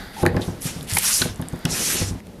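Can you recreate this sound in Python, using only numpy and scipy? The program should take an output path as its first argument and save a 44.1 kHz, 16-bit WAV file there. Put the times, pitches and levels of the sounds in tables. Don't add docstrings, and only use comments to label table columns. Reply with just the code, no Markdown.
import sys
import numpy as np
from scipy import signal
from scipy.fft import rfft, irfft, next_fast_len
from scipy.io import wavfile
from scipy.ndimage import uniform_filter1d, map_coordinates

SR = 44100
rng = np.random.default_rng(int(sys.argv[2]) if len(sys.argv) > 2 else 0)


def generate_wav(sig):
    pcm = np.round(np.clip(np.atleast_2d(sig).T, -1, 1) * 32767).astype(np.int16)
    wavfile.write(sys.argv[1], SR, pcm)


def amplitude_ratio(level_db):
    exponent = np.asarray(level_db, float) / 20
    return 10 ** exponent


N = 105840

# f/Hz, level/dB per Hz
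AIR_SPECTRUM = [(50, -4), (285, -16), (1100, -27), (2200, -30), (5200, -34.5), (8000, -38.5), (12500, -37),
                (16400, -59)]
# t/s, level/dB
AIR_LEVEL = [(0, -43.5), (.1, -50.5), (.26, -50.5), (.29, -55), (.4, -47.5), (1.6, -49.5), (2.19, -50.5),
             (2.22, -58.5), (2.26, -53), (2.4, -54.5)]
AIR_OVER_DB, HUM_HZ, HUM_WIDTH_HZ, HUM_DB = 9.5, 195, 30, -47
# f/Hz, width/Hz, level/dB
FAR_BANDS = [(770, 164, 0), (1440, 270, -1), (1950, 330, -2), (3620, 510, -6.5), (4700, 360, -6)]
# t/s, level/dB
FAR_LEVEL = [(0, -39), (.06, -42.5), (.2, -47), (.5, -54), (1.35, -59), (1.45, -50.5), (1.6, -48.5),
             (1.7, -42), (2.1, -62), (2.4, -74)]
# f/Hz, t60/s
GARAGE_DECAY = [(150, .12), (2000, .25), (12000, .12)]
GARAGE_DB = -14
# f/Hz, level/dB
SIDE_COLOUR = [(60, -45), (350, -35), (1400, -33), (2800, -36), (5500, -29.5), (10000, -26)]
DUCK_OVER_DB, DUCK_SHARE, DUCK_S = -8, 0.89, 0.018
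# t/s, length/s, f/Hz, level/dB
SQUEAKS = [
    (.165, .085, 850, -33),
    (.02, .14, 12050, -60),
    (.06, .09, 10750, -59),
    (.02, .14, 13600, -66),
    (.33, .07, 11700, -60),
    (1.57, .045, 13600, -64),
]
SQUEAK_SAG, SQUEAK_ROUGH_DB = .025, 3
# t/s, peak level/dB, f/Hz
GRIT = [(0.614, -24, 9000), (0.829, -16, 10540), (0.8765, -21, 8800), (0.8987, -10.5, 8000),
        (0.9155, -9, 7000), (0.9363, 0, 10100), (0.9385, -19, 9800), (0.9505, 0.5, 10800),
        (0.958, -7, 9800), (0.963, -14, 10000), (0.9715, -1, 10000), (0.9745, -5, 10100),
        (0.978, -12, 10500), (0.9845, 5, 10200), (0.9865, 6, 10200), (0.9878, 2, 9900), (0.989, -4, 9700),
        (0.9942, -5, 10500), (1.3455, -25, 10700), (1.3593, -20, 8200), (1.3773, -27, 10780),
        (1.3955, -38, 9500), (1.4158, -14, 10800), (1.4856, -13, 8680), (1.501, -30, 10200),
        (1.525, -25, 6900), (1.534, -26, 9550), (1.56, -24, 9300), (1.5734, -33, 10000),
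        (1.5918, -25, 9400), (1.6107, -30, 9550), (1.6524, -5, 8500), (1.875, -7, 7000), (2.197, -38, 6580),
        (2.2025, -34, 5500), (2.2027, -38, 9500), (2.2695, -30, 9400), (2.3245, -41, 4500),
        (2.3325, -42, 4040), (2.359, -38, 4530), (2.376, -40, 5500), (2.386, -40, 3500)]
# t/s, peak level/dB, f/Hz, t60/s
CRACKS = [(.2634, 3.5, 1760, 0.011), (.2637, -12, 4000, 0.006), (.3657, -17.5, 1690, 0.056),
          (.2535, -8.5, 1270, 0.017), (.3655, -11.5, 4670, 0.0056), (.417, -26, 3650, 0.12),
          (0.81, -13, 3600, 0.0033), (0.62, -15, 5500, 0.0046), (.9685, -8.5, 840, 0.032),
          (.9683, -10, 2150, 0.041), (.9695, -14, 4300, 0.023), (1.2172, -4, 3980, 0.025),
          (1.2175, -12.5, 1500, 0.051), (1.3593, -26, 2500, .005), (1.423, -20.5, 3300, 0.0093),
          (1.4228, -19, 1770, 0.011), (1.395, -29, 900, 0.017), (1.524, -45, 900, 0.021),
          (1.6539, -10, 2920, 0.02), (1.6535, -15.5, 1480, 0.021), (1.653, -15.5, 5600, 0.015),
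          (2.2694, -25.5, 2150, 0.0062), (2.2696, -33, 3900, 0.004), (2.2025, -27, 2000, 0.0072)]
CRACK_WIDTH, GRIT_WIDTH = .45, .7
GRIT_T60 = .0035
SNAP_DB, SNAP_T60 = -3, .002
MIC_HZ = 13500
# f/Hz, level/dB
BOARD_MODES = [(62, -14), (100, -2), (168, -5), (255, -4.5), (355, 1), (500, -4), (640, -4.5), (830, -4.5),
               (1070, -9.5), (1500, -12.5)]
# t/s, level/dB
TREMBLE_LEVEL = [(0.0, -45), (0.16, -44.5), (0.27, -24), (0.39, -22), (0.47, -37), (0.58, -39), (0.75, -42),
                 (0.84, -40), (1.02, -49), (1.28, -39.5), (1.43, -44), (1.61, -52), (1.68, -28.5),
                 (2.03, -33.5), (2.19, -44.5), (2.4, -42.5)]
TREMBLE_DB, TREMBLE_WIDTH, TREMBLE_TILT_DB = -3, 0.22, -3.5
TREMBLE_LOW_HZ, TREMBLE_TOP_HZ = 86, 690
# t/s, peak level/dB, hardness/dB, bench depth/dB
BLOWS = [(0.2274, -6, 0, -8), (0.251, -18.5, 6, -9), (0.259, -9.5, 2.5, -1), (0.272, -15, -0.5, -8),
         (0.34, -10, -5.5, 0), (0.363, -10.5, -6.5, 2), (0.389, -23, 4.5, 2), (0.476, -12.5, -6, 1),
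         (0.651, -14.5, -23, -38), (0.759, -19.5, -19, -0.5), (0.815, -21.5, -32, -6),
         (0.921, -26.5, -5, 14), (0.945, -19, -16, 5.5), (0.968, -38, 12, -3), (1.21, -13.5, -5, -7.5),
         (1.25, -13.5, -4, -21), (1.293, -24.5, -23, 9), (1.3925, -13, -9, -5.5), (1.417, -20, -20, -12),
         (1.529, -14.5, -10, -4), (1.552, -27, -21, 5), (1.648, -7, -16, -12), (1.685, -19, -14, -2.5),
         (1.722, -20, -9, -8), (1.944, -20.5, -4, -6), (2.012, -12.5, -4, 5.5), (2.074, -24, -9, 6),
         (2.108, -17, -15, 5), (2.146, -22.5, -13, -2.5), (2.385, -30.5, -10, 0)]
BOARD_T60, FASTER, LAG_S = 0.22, 0.62, 0.003007
THUD_HZ, THUD_DB, THUD_T60 = 144.6, 5, 0.044
# f/Hz, level/dB
RATTLE_COLOUR = [(25, -30), (100, 5), (170, -0.5), (350, -4), (900, -8.5), (2000, -22), (4000, -28),
                 (9000, -78)]
RATTLE_DB, RATTLE_T60 = -16.5, 0.4
# t/s, level/dB, tips over drag/dB, shafts over drag/dB
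STROKES = [
    [(.13, -49, -4, -25), (.19, -38.5, -4, -3), (.232, -35.5, -3, -14), (.245, -66, -12, -7)],
    [(.41, -41, -5, -1), (.42, -44, 9, 6), (.47, -42.5, 1, 3), (.57, -62, 8, 11)],
    [(.605, -51, 11, 3), (.62, -32.5, 9.5, -4), (.67, -27, 6.5, 5.5), (.72, -38, -4.5, 0.5),
     (.86, -50, 2, -3)],
    [(.87, -43.5, -3, -9), (.905, -29.5, -1.5, -6), (.975, -26.5, 10.5, 0.5), (1.003, -28, 4.5, -8),
     (1.05, -20, 2.5, 1.5), (1.16, -20.5, 10, 8), (1.21, -24, 6.5, 3), (1.27, -33, -5.5, -4),
     (1.34, -48, -7, 3)],
    [(1.665, -47.5, -19, -14), (1.71, -26, 2.5, 11), (1.755, -24.5, 3, 4.5), (1.83, -23.5, 4.5, 1.5),
     (1.88, -22.5, 5.5, 4.5), (1.975, -24.5, -6.5, -1.5), (2.09, -34, -2, 5), (2.125, -51, 3, 0),
     (2.21, -62, -7, 2)],
]
# f/Hz, level/dB
DRAG_COLOUR = [(200, -23), (900, 0), (1700, 3.5), (2300, 6), (3500, 5.5), (5500, -0.5), (9000, -22)]
# f/Hz, level/dB
SHAFT_COLOUR = [(2000, -60), (4000, -5), (5700, 4.5), (6500, 2.5), (7600, 0.5), (10000, -4.5), (14000, -59)]
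# f/Hz, level/dB
TIP_COLOUR = [(4000, -27.5), (7500, -8.5), (9500, -4), (10400, -2.5), (11500, -4), (13500, -14),
              (15600, -33.5)]
SLIPS_PER_S, SLIP_SPREAD_DB = 11000, 2.5
CEILING, KNEE = .68, 5
TOP_HZ, TOP_SLOPE_HZ = 15500, 250


def unit(x):
    return x / np.sqrt(np.mean(x ** 2) + 1e-20)


def along(points, hz):
    f, v = np.transpose(points)
    return np.interp(np.log(hz + 1), np.log(f + 1), v)


def level_at(points):
    s, db = np.transpose(points)
    return amplitude_ratio(np.interp(np.arange(N) / SR, s, db))


def filtered(x, response):
    m = next_fast_len(x.shape[-1] + 4096)
    spectrum = rfft(x, m) * response(np.fft.rfftfreq(m, 1 / SR))
    return irfft(spectrum, m)[..., :x.shape[-1]]


def coloured(x, spectrum):
    return unit(filtered(x, lambda hz: amplitude_ratio(along(spectrum, hz))))


def wobble(rate):
    knots = rng.standard_normal(int(N * rate / SR) + 4)
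    return map_coordinates(knots, [np.arange(N) * rate / SR])


def patchy(x, patchy_db):
    z = signal.stft(x, nperseg=256)[2]
    field = uniform_filter1d(rng.standard_normal(z.shape), size=5, axis=0)
    field = uniform_filter1d(field, size=9, axis=1)
    return signal.istft(z * amplitude_ratio(patchy_db * unit(field)), nperseg=256)[1][:N]


def add(track, s, sound):
    part = track[round(s * SR):][:len(sound)]
    part += sound[:len(part)]


def air():
    hiss = coloured(rng.standard_normal(N), AIR_SPECTRUM) * level_at(AIR_LEVEL) * amplitude_ratio(AIR_OVER_DB)
    hum = filtered(rng.standard_normal(N), lambda hz: np.exp(-((hz - HUM_HZ) / HUM_WIDTH_HZ) ** 2))
    return hiss + amplitude_ratio(HUM_DB) * unit(hum)


def far_machine():
    def bands(f):
        return sum(amplitude_ratio(db) * np.exp(-((f - centre) / width) ** 2) for centre, width, db in FAR_BANDS)

    return unit(filtered(rng.standard_normal(N), bands)) * level_at(FAR_LEVEL)


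def garage(x):
    hz, t, z = signal.stft(rng.standard_normal(SR // 2), SR, nperseg=256)
    decay = amplitude_ratio(-60 * t / along(GARAGE_DECAY, hz)[:, None])
    tail = signal.istft(z * decay, SR, nperseg=256)[1]
    delayed = np.pad(x, (300, 0))
    return signal.fftconvolve(delayed, tail / np.linalg.norm(tail))[:N]


def ducked(near):
    size = round(DUCK_S * SR)
    power = uniform_filter1d(near ** 2, size=size, origin=size // 2 - 1)
    level_db = 10 * np.log10(abs(power) + 1e-9)
    return amplitude_ratio(-DUCK_SHARE * np.maximum(level_db - DUCK_OVER_DB, 0))


def squeaks():
    out = np.zeros(N)
    for s, length, hz, db in SQUEAKS:
        u = np.linspace(0, 1, round(length * SR))
        pitch = hz * (1 - SQUEAK_SAG * u * np.sign(1 - s)) + 60 * wobble(287)[:len(u)]
        tone = np.sin(2 * np.pi * np.cumsum(pitch) / SR)
        swell = np.sin(np.pi * u) ** 0.18
        add(out, s, amplitude_ratio(db + SQUEAK_ROUGH_DB * wobble(340)[:len(u)]) * swell * tone)
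    return out


def ticks(events, width):
    out, t = np.zeros(N), np.arange(SR // 20) / SR
    for s, db, hz, t60 in events:
        def band(f):
            damping = 1j * f * width * hz
            return (damping / (hz * hz - f * f + damping)) ** 2

        click = unit(filtered(rng.standard_normal(len(t)), band)) + 0.73 * np.sin(2 * np.pi * hz * t)
        snap = np.diff(rng.standard_normal(len(t) + 1)) / 2 ** .5
        add(out, s, amplitude_ratio(db - 9.0 + SNAP_DB - 60 * t / SNAP_T60) * snap)
        add(out, s, amplitude_ratio(db - 5.5 - 60 * t / t60) * click * (1 - np.exp(-t * hz / 2)))
    return filtered(out, lambda f: 1 / (1 + (f / MIC_HZ) ** 12))


def cracks():
    return ticks(CRACKS, CRACK_WIDTH)


def grit():
    return ticks([(*row, GRIT_T60) for row in GRIT], GRIT_WIDTH)


def tremble():
    def body(f):
        total = 0
        for k, (centre, _) in enumerate(BOARD_MODES):
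            damping = 1j * f * TREMBLE_WIDTH * centre
            tilt = amplitude_ratio(TREMBLE_TILT_DB * np.log2(centre / 100))
            total = total + (-1) ** k * tilt * damping / (centre * centre - f * f + damping)
        return total * f ** 2 / (f ** 2 + TREMBLE_LOW_HZ ** 2) / (1 + (f / TREMBLE_TOP_HZ) ** 4)

    pushes = rng.standard_normal(N) * amplitude_ratio(3.7 * wobble(29.8))
    return unit(filtered(pushes, body)) * level_at(TREMBLE_LEVEL) * amplitude_ratio(TREMBLE_DB)


def boards():
    out, t = np.zeros(N), np.arange(SR // 2) / SR
    hz, level_db = np.array(BOARD_MODES).T[:, :, None]
    t60 = BOARD_T60 * (hz / 100) ** -FASTER
    for s, db, hard_db, deep_db in BLOWS:
        chance = rng.standard_normal((len(BOARD_MODES), 2))
        struck_db = level_db + hard_db * (hz > 300) + deep_db * (hz < 120) + 2 * chance[:, :1]
        modes = np.sin(2 * np.pi * hz * (1 + chance[:, 1:] / 40) * t)
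        ring = (amplitude_ratio(struck_db - 60 * t / t60) * modes).sum(0)
        ring += amplitude_ratio(THUD_DB - 60 * t / THUD_T60) * np.sin(2 * np.pi * THUD_HZ * t)
        ring *= 1 - np.exp(-t / 0.0019)
        rattle = coloured(rng.standard_normal(len(t)), RATTLE_COLOUR) * amplitude_ratio(RATTLE_DB - 60 * t / RATTLE_T60)
        rattle *= 1 - np.exp(-t / 0.0018)
        add(out, s + LAG_S, amplitude_ratio(db - 5.0) * (rattle - ring))
    return out


def brush():
    t, out = np.arange(N) / SR, np.zeros(N)
    layers = []
    for colour in (DRAG_COLOUR, TIP_COLOUR, SHAFT_COLOUR):
        chance = rng.random((3, N))
        slipping = chance[0] < SLIPS_PER_S / SR
        size = amplitude_ratio(-SLIP_SPREAD_DB * np.log(chance[2] + 1 / 300))
        slips = slipping * np.sign(chance[1] - .5) * size
        layers.append(coloured(patchy(slips, patchy_db=2.0), colour) * amplitude_ratio(1.28 * wobble(34.38)))
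    for rows in STROKES:
        s, level_db, tips_db, shafts_db = np.transpose(rows)
        shares = amplitude_ratio([0 * t, np.interp(t, s, tips_db), np.interp(t, s, shafts_db)])
        mix = (shares * layers).sum(0) / np.sqrt((shares ** 2).sum(0))
        out += amplitude_ratio(np.interp(t, s, level_db, left=-120, right=-120)) * mix
    return out


def scene():
    near = squeaks() + grit() + cracks() + tremble() + boards() + brush()
    background = ducked(near) * (air() + far_machine())
    mid = near + amplitude_ratio(GARAGE_DB) * garage(near) + background
    smear = rng.standard_normal(128)
    smeared = np.convolve(mid, smear / np.linalg.norm(smear))[:N]
    side = filtered(smeared, lambda hz: amplitude_ratio(along(SIDE_COLOUR, hz)))
    return np.array([mid + side, mid - side])


def top_cut(x):
    return signal.sosfilt(signal.butter(12, 16470, fs=SR, output="sos"), x)


def record(dry):
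    def band(hz):
        return np.exp(-np.maximum(hz - TOP_HZ, 0) / TOP_SLOPE_HZ) * hz ** 2 / (hz ** 2 + 900)

    limited = dry / (1 + np.abs(dry / CEILING) ** KNEE) ** (1 / KNEE)
    return top_cut(filtered(limited, band))


dry = scene()
out = record(dry)
generate_wav(out)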